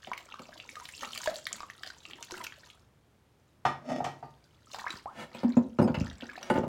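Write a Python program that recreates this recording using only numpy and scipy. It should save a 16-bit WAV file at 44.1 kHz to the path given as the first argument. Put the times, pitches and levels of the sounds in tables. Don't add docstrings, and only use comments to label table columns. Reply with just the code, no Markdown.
import sys
import numpy as np
from scipy import signal
from scipy.fft import rfft, irfft
from scipy.io import wavfile
from scipy.ndimage import uniform_filter1d

SR = 44100
rng = np.random.default_rng(int(sys.argv[2]) if len(sys.argv) > 2 else 0)


def master_out(mix):
    frames = np.transpose(np.atleast_2d(mix))
    ceiling = np.clip(frames, -1, 1)
    pcm = np.round(ceiling * 32767).astype(np.int16)
    wavfile.write(sys.argv[1], SR, pcm)


N = 294577

# f/Hz, level/dB
AIR = [(20, -58), (42, -20.5), (64, -7.5), (141, -8.5), (180, -15.5), (285, -17.5), (624, -22.5),
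       (2220, -32), (16000, -47.5)]
AIR_DB = -65
# f/Hz, t60/s
ROOM_T60 = [(150, 0.51), (1000, 0.3), (4000, 0.27), (14000, 0.21)]
EDGE_HZ = 16100

# t/s, length/s, gurgle level/dB, spray level/dB
GUSHES = [(0.016, 0.75, -62.5, -84), (0.723, 0.31, -72, -56.5), (1.035, 0.016, -45.5, -48),
          (1.13, 0.24, -56, -51.5), (1.526, 0.08, -53.5, -77.5), (1.836, 0.046, -56, -61.5),
          (2.083, 0.15, -59, -73), (2.311, 0.1, -52.5, -62), (4.74, 0.057, -49.5, -53.5),
          (4.888, 0.078, -52, -58.5), (5.327, 0.22, -58.5, -85), (5.995, 0.11, -51.5, -76),
          (6.208, 0.38, -56.5, -73)]
GUSH_RISE_S, GUSH_FALL_S = 0.027, 0.033
# t/s, length/s, level/dB
TRICKLES = [(0, 2.67, -65.5), (4.6, 3, -74)]
TRICKLE_RISE_S, TRICKLE_FALL_S, TRICKLE_SPRAY_DB = 0.67, 0.099, -1.5
# f/Hz, level/dB
GURGLE = [(120, -8.5), (240, -3.5), (600, -3.5), (1100, 1), (2200, -8), (3500, -25), (7000, -41)]
# f/Hz, level/dB
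SPRAY = [(1200, -14), (3000, 0), (5000, -1.5), (7200, -2), (8500, -6.5), (12000, -10), (16000, -11)]
DRIPS_PER_S, DRIP_LOW_HZ, DRIP_HIGH_HZ, DRIP_SPREAD_DB = 80, 1100, 7000, 7
DRIP_CYCLES, DRIP_CYCLES_RATIO, DRIP_CLIMB, DRIP_SPLASH_DB = 13, 3.5, .6, -6
WANDER_S = .06

# t/s, bubble peak level/dB, bubble f/Hz, splash level/dB
DROPS = [(.047, -32.5, 3090, -82), (0.0717, -37, 770, -55.5), (.116, -21, 1045, -63),
         (.1334, -24.5, 2170, -54), (.177, -31, 2200, -58), (.323, -30.5, 2760, -85),
         (.341, -31, 1160, -57), (0.393, -40, 1120, -56), (0.529, -38, 1680, -85), (.6, -29.5, 2780, -57.5),
         (.691, -30, 2240, -56), (0.755, -35, 1680, -54.5), (0.799, -35.5, 1280, -57),
         (0.854, -32, 3520, -51), (.889, -32, 2030, -52), (0.979, -34, 4560, -62),
         (1.009, -34, 3350, -54.5), (1.032, -24, 1170, -52), (1.051, -31, 1180, -73),
         (1.108, -35, 4400, -74), (1.159, -35, 1240, -48.5), (1.176, -38, 2330, -45.5),
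         (1.208, -34, 1200, -62), (1.234, -31.5, 1730, -49), (1.259, -26, 965, -44.5),
         (1.2738, -18.5, 1710, -48.5), (1.342, -37, 3960, -62), (1.358, -28, 4270, -67),
         (1.455, -25.5, 4730, -73), (1.4678, -22, 1960, -40), (1.529, -15.5, 7060, -48.5),
         (1.7, -28, 1890, -57), (1.834, -27.5, 1660, -49.5), (1.863, -42, 1750, -53),
         (1.902, -32, 1520, -53), (2.053, -29.5, 2750, -59), (2.11, -44, 3280, -55.5),
         (2.134, -27.5, 3050, -71), (2.227, -24, 6300, -51.5), (2.309, -34, 1050, -48.5),
         (2.32, -25, 5960, -64), (2.447, -33, 1560, -49), (2.467, -39, 1490, -47),
         (2.523, -33.5, 1720, -61), (2.701, -36.5, 2740, -60.5), (4.745, -26.5, 887, -55),
         (4.785, -30.5, 906, -58.5), (4.817, -33, 1110, -73), (4.842, -27.5, 1030, -84),
         (4.865, -21.5, 1140, -79), (4.905, -29.5, 2460, -44), (6.209, -31.5, 3250, -66),
         (6.222, -30.5, 2840, -68), (6.356, -32, 1800, -76), (6.429, -35, 1670, -49.5)]
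# f/Hz, level/dB
SPLASH = [(500, -16), (1300, 1), (3000, 9), (5000, 6), (7200, -2), (8500, -11), (12000, -14.5),
          (16000, -13)]
# t/s, peak level/dB, first f/Hz, last f/Hz, t60/s
BUBBLES = [(.49, -41.5, 620, 570, 0.03), (0.768, -38.5, 1213, 1320, 0.069), (0.812, -44.5, 920, 1470, 0.14),
           (0.937, -40, 2570, 3650, 0.057), (1.041, -37, 2100, 4300, 0.031), (1.275, -22.5, 609, 674, 0.11),
           (1.294, -30, 647, 695, 0.043), (1.605, -30.5, 1125, 1170, 0.031),
           (1.632, -31.5, 1150, 1190, 0.036), (2.08, -52.5, 321, 341, 0.27), (2.187, -45.5, 923, 990, 0.19),
           (2.324, -37, 353, 400, 0.15), (2.405, -36.5, 1034, 767, 0.1), (4.869, -27.5, 1550, 3420, 0.046),
           (5.058, -30, 713, 1980, .11), (6.292, -36, 1676, 1710, 0.052), (6.378, -33.5, 780, 740, 0.022)]
# t/s, level/dB
FLICKS = [(0.178, -39.5), (1.15, -34.5), (1.1767, -30), (1.241, -31), (1.343, -41), (1.564, -39),
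          (1.831, -45), (2.247, -44), (2.379, -40), (2.439, -34), (2.442, -32)]

# t/s, level/dB, contact corner f/Hz
BASIN_KNOCKS = [(.072, -48.5, 900), (.394, -49.5, 800), (4.935, -36, 90.5), (5.346, -49, 2370),
                (5.431, -32.5, 775), (5.567, -28, 720), (5.786, -25, 880), (5.794, -22, 407),
                (5.813, -24, 564), (5.843, -20, 298), (5.875, -33, 1010), (5.898, -29, 413),
                (5.943, -38, 2730), (5.97, -17.5, 100), (6.008, -17, 114), (6.222, -42, 555),
                (6.499, -29.5, 1440), (6.507, -27, 520), (6.553, -29, 705), (6.578, -24.5, 420),
                (6.634, -33, 640), (6.666, -36, 350)]
# f/Hz, level/dB, t60/s
FULL_MODES = [(86, -15, .25), (145, -17, .15), (233, -3, .15), (262, -5, .13), (373, -4, .16),
              (428, -7, .13), (519, 3, .15), (565, -2, .15), (646, -9, .15), (926, -7, .18),
              (1025, -9, .13), (1480, -15, .13)]
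# f/Hz, level/dB
FULL_WASH = [(50, -32), (170, -1), (260, 0.5), (520, -1), (750, -0.5), (1300, -4), (2200, -10.5),
             (6000, -33.5), (15000, -45.5)]
# f/Hz, level/dB
TICK = [(400, -20), (1200, 11), (2800, 13), (4300, 6.5), (6000, 0), (8500, -8.5), (15000, -13.5)]
TICK_CORNER_HZ = 1000
BEND_S, BEND_HZ = .002, 1000
SPOT_DB, SLOSH_RATIO = 2.5, .012

# t/s, level/dB, contact corner f/Hz, clunk level/dB
MUG_KNOCKS = [(3.651, -24.5, 2050, -14), (3.898, -38, 790, -32.5), (3.909, -47, 560, -35),
              (4.003, -33, 720, -21), (4.042, -35.5, 4100, -24.5), (4.064, -34.5, 805, -25.5),
              (4.226, -39.5, 750, -33)]
# f/Hz, level/dB, t60/s
EMPTY_MODES = [(140, -11, .27), (260, -18, .28), (355, -18, .2), (715, -8, .1), (795, -3, .18),
               (897, -1, .2), (1195, -4, .22), (1250, -8, .2), (1795, -14, .24)]
# f/Hz, level/dB
EMPTY_WASH = [(30, -48), (90, -15), (170, -8.5), (420, -10), (800, -5), (1600, -8.5), (2600, -11.5),
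              (4200, -16.5), (6000, -9), (15000, -21.5)]
# f/Hz, level/dB, t60/s
MUG_MODES = [(1890, -14, .28), (3030, -16, .25), (3397, -23, .22), (3640, -20, .16), (4480, -18, .16),
             (5190, -20, .2), (5470, -20, .18), (6100, -21, .15), (7430, -24, .12)]
CLUNK_HZ, CLUNK_T60_S = 755, 0.022
# t/s, length/s, level/dB
SLIDE = [(3.903, 0.074, -34.5)]
# f/Hz, level/dB
GRIT = [(60, -20), (130, -2.5), (260, 20), (380, 4.5), (600, 13), (950, -11), (1500, -3.5), (4500, -8.5),
        (15000, -28)]

# t/s, length/s, level/dB
SWEEPS = [(5.195, 0.034, -41.5), (5.36, 0.067, -51.5), (6.44, 0.14, -49)]
# f/Hz, level/dB
SWISH = [(60, -12), (250, -8.5), (1000, -10), (2500, -2), (7000, 6), (15000, -1)]
# t/s, peak level/dB, f/Hz, t60/s
GULPS = [(5.441, -17.5, 238, .11), (5.484, -28, 250, .1), (5.567, -13, 243, .1)]
# t/s, level/dB
CHINKS = [(5.816, -53), (5.826, -53), (5.838, -57)]
# f/Hz, level/dB, t60/s
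UTENSIL = [(5076, 0, .09), (6578, -8, .1), (8274, -6, .1), (11080, -13, .09)]
# t/s, level/dB
RATTLES = [(6.501, -27), (6.54, -38), (6.558, -32), (6.577, -37), (6.634, -44)]
# f/Hz, level/dB, t60/s
PLATE = [(880, 0, .16), (1210, -4, .15), (1480, -7, .12), (1890, -12, .1), (2130, -9, .08), (2790, -12, .1)]


def amp(db):
    return 10 ** (np.asarray(db) / 20)


def unit(x):
    return x / np.sqrt(np.mean(x ** 2) + 1e-20)


def read(points, hz):
    f, value = np.transpose(points)
    return np.interp(np.log(hz + 1), np.log(f + 1), value)


def add(mix, s, sound):
    part = mix[max(round(s * SR), 0):][:len(sound)]
    part += sound[:len(part)]


def colour(x, spectrum):
    gain = amp(read(spectrum, np.fft.rfftfreq(len(x), 1 / SR)))
    return unit(irfft(rfft(x) * gain, len(x)))


def envelope(rows, rise_s, fall_s):
    t = np.arange(N) / SR
    power = np.zeros(N)
    for s, length, db in rows:
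        before = np.maximum((s - t) / rise_s, 0)
        after = np.maximum((t - s - length) / fall_s, 0)
        power += amp(db) ** 2 * np.exp(-2 * before - 2 * after)
    return np.sqrt(power)


def still_air():
    return amp(AIR_DB) * colour(rng.standard_normal(N), AIR)


def kitchen(x, walls_db, walls_s, room_db):
    t = np.arange(SR // 2) / SR
    taps = rng.choice([-1., 1.], (2, len(t))) * (rng.random((2, len(t))) < 3000 / SR)
    walls = taps[0] * np.exp(-t / walls_s) * (t > .0012)
    hz, when, z = signal.stft(taps[1] * (t > .007), SR, nperseg=256)
    decay = amp(-60 * when / read(ROOM_T60, hz)[:, None])
    tail = signal.istft(z * decay, SR, nperseg=256)[1][:len(t)]
    echoes = amp(walls_db) * walls / np.linalg.norm(walls) + amp(room_db) * tail / np.linalg.norm(tail)
    return x + signal.oaconvolve(x, echoes)[:N]


def wander(x, walls_db, walls_s, room_db, count=6):
    spot = np.arange(N) / SR / WANDER_S
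    shares = [np.maximum(1 - abs((spot - k) % count - 1), 0) for k in range(count)]
    return sum(kitchen(x * share, walls_db, walls_s, room_db) for share in shares)


def bubble(hz, last_hz, t60, swell_cycles=0.12):
    t = np.arange(int(t60 * SR) + 8) / SR
    turns = np.cumsum(last_hz + (hz - last_hz) * np.exp(-2 * t / t60)) / SR
    swell = 1 - np.exp(-(t * hz / swell_cycles) ** 2)
    shape = swell * np.exp(-np.log(1000) * t / t60)
    return shape / shape.max() * np.sin(2 * np.pi * turns)


def burst(spectrum, decay_s, rise_s, patchy_db):
    t, hz = np.arange(SR // 8) / SR, np.geomspace(300, 16000, 40)
    patches = np.column_stack([hz, read(spectrum, hz) + patchy_db * rng.standard_normal(len(hz))])
    noise = colour(rng.standard_normal(len(t)), patches)
    return noise * np.exp(-t / decay_s) * (1 - np.exp(-t / rise_s))


def drop(db, hz, splash_db, cycles=16, glide_ratio=0.99, splash_s=0.0019, splash_rise_s=0.00049):
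    sound = amp(splash_db) * burst(SPLASH, splash_s, splash_rise_s, patchy_db=6)
    add(sound, 0, amp(db) * bubble(hz, hz * glide_ratio, cycles / hz, swell_cycles=.7))
    return sound


def patter(low_hz, high_hz, cycles, spread_db, count):
    out = np.zeros(N)
    for when, pitch, size, climb in rng.random((count, 4)):
        hz = low_hz * (high_hz / low_hz) ** pitch
        grain = bubble(hz, hz * (1 + climb / np.pi), cycles / hz)
        size_db = spread_db * min(-np.log(1 - size), np.pi)
        add(out, when * N / SR, amp(size_db) * grain / np.linalg.norm(grain))
    return out


def drips():
    out = np.zeros(N)
    for k, (late, pitch, size, life) in enumerate(rng.random((int(DRIPS_PER_S * N / SR), 4))):
        hz = DRIP_LOW_HZ * (DRIP_HIGH_HZ / DRIP_LOW_HZ) ** pitch
        db = DRIP_SPREAD_DB * (2 * size - 1)
        cycles = DRIP_CYCLES * DRIP_CYCLES_RATIO ** life
        sound = drop(db, hz, db + DRIP_SPLASH_DB, cycles, 1 + DRIP_CLIMB * life)
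        add(out, (k + late) / DRIPS_PER_S, sound)
    return out


def flow():
    trickle = envelope(TRICKLES, TRICKLE_RISE_S, TRICKLE_FALL_S)
    gurgle = envelope([(s, length, db) for s, length, db, _ in GUSHES], GUSH_RISE_S, GUSH_FALL_S)
    spray = envelope([(s, length, db) for s, length, _, db in GUSHES], GUSH_RISE_S, GUSH_FALL_S)
    return np.hypot(gurgle, trickle), np.hypot(spray, amp(TRICKLE_SPRAY_DB) * trickle)


def clumps(depth_db=3.5):
    smooth = uniform_filter1d(uniform_filter1d(rng.standard_normal(N), size=600), size=300)
    return amp(depth_db * unit(smooth))


def runoff(gurgle_db=-3, spray_db=-.5, drip_db=10.5, fizz_gain=.5, ticks_per_s=800):
    gurgle = colour(patter(low_hz=200, high_hz=6500, cycles=21, spread_db=5.5, count=3600), GURGLE)
    droplets = unit(patter(low_hz=2800, high_hz=11000, cycles=22, spread_db=8.5, count=2800))
    ticks = unit(rng.standard_normal(N) * (rng.random(N) < ticks_per_s / SR))
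    spray = colour(droplets + .5 * ticks + fizz_gain * rng.standard_normal(N), SPRAY)
    gurgling, spraying = flow()
    low = (amp(gurgle_db) * gurgle + amp(drip_db) * drips()) * gurgling
    return low + amp(spray_db) * spray * spraying * clumps()


def drops(splash_db=17, drop_db=-2, bubble_db=0):
    out = np.zeros(N)
    for s, db, hz, spray_db in DROPS:
        add(out, s, drop(db + drop_db, hz, spray_db + splash_db))
    for s, db, hz, last_hz, t60 in BUBBLES:
        add(out, s, amp(db + bubble_db) * bubble(hz, last_hz, t60))
    return out


def ring(modes, t):
    return sum(amp(db - 60 * t / t60) * np.sin(2 * np.pi * hz * t) for hz, db, t60 in modes)


def lag(x):
    hz = np.fft.rfftfreq(len(x), 1 / SR)
    return irfft(rfft(x) * np.exp(-4j * np.pi * BEND_S * np.sqrt(BEND_HZ * hz)), len(x))


def basin(modes, wash, wash_db, wash_t60, slap_db, slap_s):
    t = np.arange(SR * 2 // 3) / SR
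    crowd = colour(rng.standard_normal(len(t)), wash)
    chance = rng.uniform(-0.86, 1, (len(modes), 2))
    struck = [(hz * (1 + SLOSH_RATIO * load), db + SPOT_DB * spot, t60)
              for (hz, db, t60), (load, spot) in zip(modes, chance)]
    return ring(struck, t) + crowd * (amp(wash_db - 60 * t / wash_t60) + amp(slap_db) * np.exp(-t / slap_s))


def full_basin():
    return lag(basin(FULL_MODES, FULL_WASH, wash_db=-4.5, wash_t60=.23, slap_db=1, slap_s=.01))


def knocks(rows, body, tick_s, tick_rise_s, tick_db, tick_db_per_octave):
    out = np.zeros(N)
    for s, db, corner_hz, *_ in rows:
        contact = signal.butter(2, min(corner_hz, SR / 3), fs=SR)
        add(out, s, amp(db) * signal.lfilter(*contact, body()))
        hard_db = db + tick_db + tick_db_per_octave * np.log2(corner_hz / TICK_CORNER_HZ)
        add(out, s, amp(hard_db) * burst(TICK, tick_s, tick_rise_s, patchy_db=9.0))
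    return out


def radiate(x):
    return signal.sosfilt(signal.butter(5, 72, "highpass", fs=SR, output="sos"), x)


def flicks():
    out = np.zeros(N)
    for s, db in FLICKS:
        add(out, s, amp(db) * burst(SPRAY, .0014, .0001, patchy_db=2.5))
    return out


def mug_ring():
    return ring(MUG_MODES, np.arange(SR * 2 // 3) / SR)


def empty_basin():
    steel = basin(EMPTY_MODES, EMPTY_WASH, wash_db=-10, wash_t60=.4, slap_db=1, slap_s=.017)
    return lag(steel) + mug_ring()


def clunks():
    out = np.zeros(N)
    for s, _, _, db in MUG_KNOCKS:
        add(out, s, amp(db) * bubble(CLUNK_HZ, CLUNK_HZ, CLUNK_T60_S, swell_cycles=2.4))
    return out


def dragged_basin():
    damped = [(hz, db, t60 * .5) for hz, db, t60 in EMPTY_MODES]
    return basin(damped, EMPTY_WASH, wash_db=-10, wash_t60=.1, slap_db=3, slap_s=.004)


def rub(body, spectrum, stroke, slips_per_s):
    slips = np.zeros(N)
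    for k, (late, size) in enumerate(rng.random((int(slips_per_s * N / SR), 2))):
        add(slips, (k + late) / slips_per_s, [2 * size - 1])
    return colour(signal.oaconvolve(slips, body())[:N], spectrum) * stroke


def scrape(ring_db=-20):
    stroke = envelope(SLIDE, rise_s=0.028, fall_s=0.023)
    singing = unit(signal.oaconvolve(rng.standard_normal(N), mug_ring())[:N])
    return rub(dragged_basin, GRIT, stroke, slips_per_s=210) + amp(ring_db) * singing * stroke


def sweeps():
    return rub(full_basin, SWISH, envelope(SWEEPS, rise_s=0.029, fall_s=0.023), slips_per_s=2100)


def gulps(swell_cycles=2.2):
    out = np.zeros(N)
    for s, db, hz, t60 in GULPS:
        add(out, s, amp(db) * bubble(hz, hz, t60, swell_cycles))
    return out


def chinks(blows, modes, rough):
    out, t = np.zeros(N), np.arange(SR // 3) / SR
    for s, db in blows:
        chatter = 1 + min(rough, 1) * unit(uniform_filter1d(rng.standard_normal(len(t)), size=90))
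        struck = [(hz, mode_db + SPOT_DB * rng.standard_normal(), t60) for hz, mode_db, t60 in modes]
        add(out, s, amp(db) * chatter * ring(struck, t))
    return out


def scene():
    water = wander(runoff() + drops() + flicks(), walls_db=-3.5, walls_s=.004, room_db=-6.5)
    mug = knocks(MUG_KNOCKS, empty_basin, tick_s=0.04, tick_rise_s=0.0033,
                 tick_db=-21.5, tick_db_per_octave=4.5)
    mug += clunks() + scrape()
    mug = kitchen(radiate(mug), walls_db=-36.0, walls_s=0.018, room_db=-9.0)
    dishes = knocks(BASIN_KNOCKS, full_basin, tick_s=0.014, tick_rise_s=0.0011,
                    tick_db=-14, tick_db_per_octave=14.0)
    dishes += sweeps()
    rattles = chinks(CHINKS, UTENSIL, rough=1.0) + chinks(RATTLES, PLATE, rough=0.42)
    sunken = kitchen(radiate(dishes + gulps()) + rattles, walls_db=-7, walls_s=.004, room_db=-12)
    return (water + mug + sunken + still_air())[None]


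def record(dry):
    lowpass = signal.firwin(511, EDGE_HZ, window=("kaiser", 9), fs=SR)
    return signal.oaconvolve(dry, lowpass[None], "same")


dry = scene()
out = record(dry)
master_out(out)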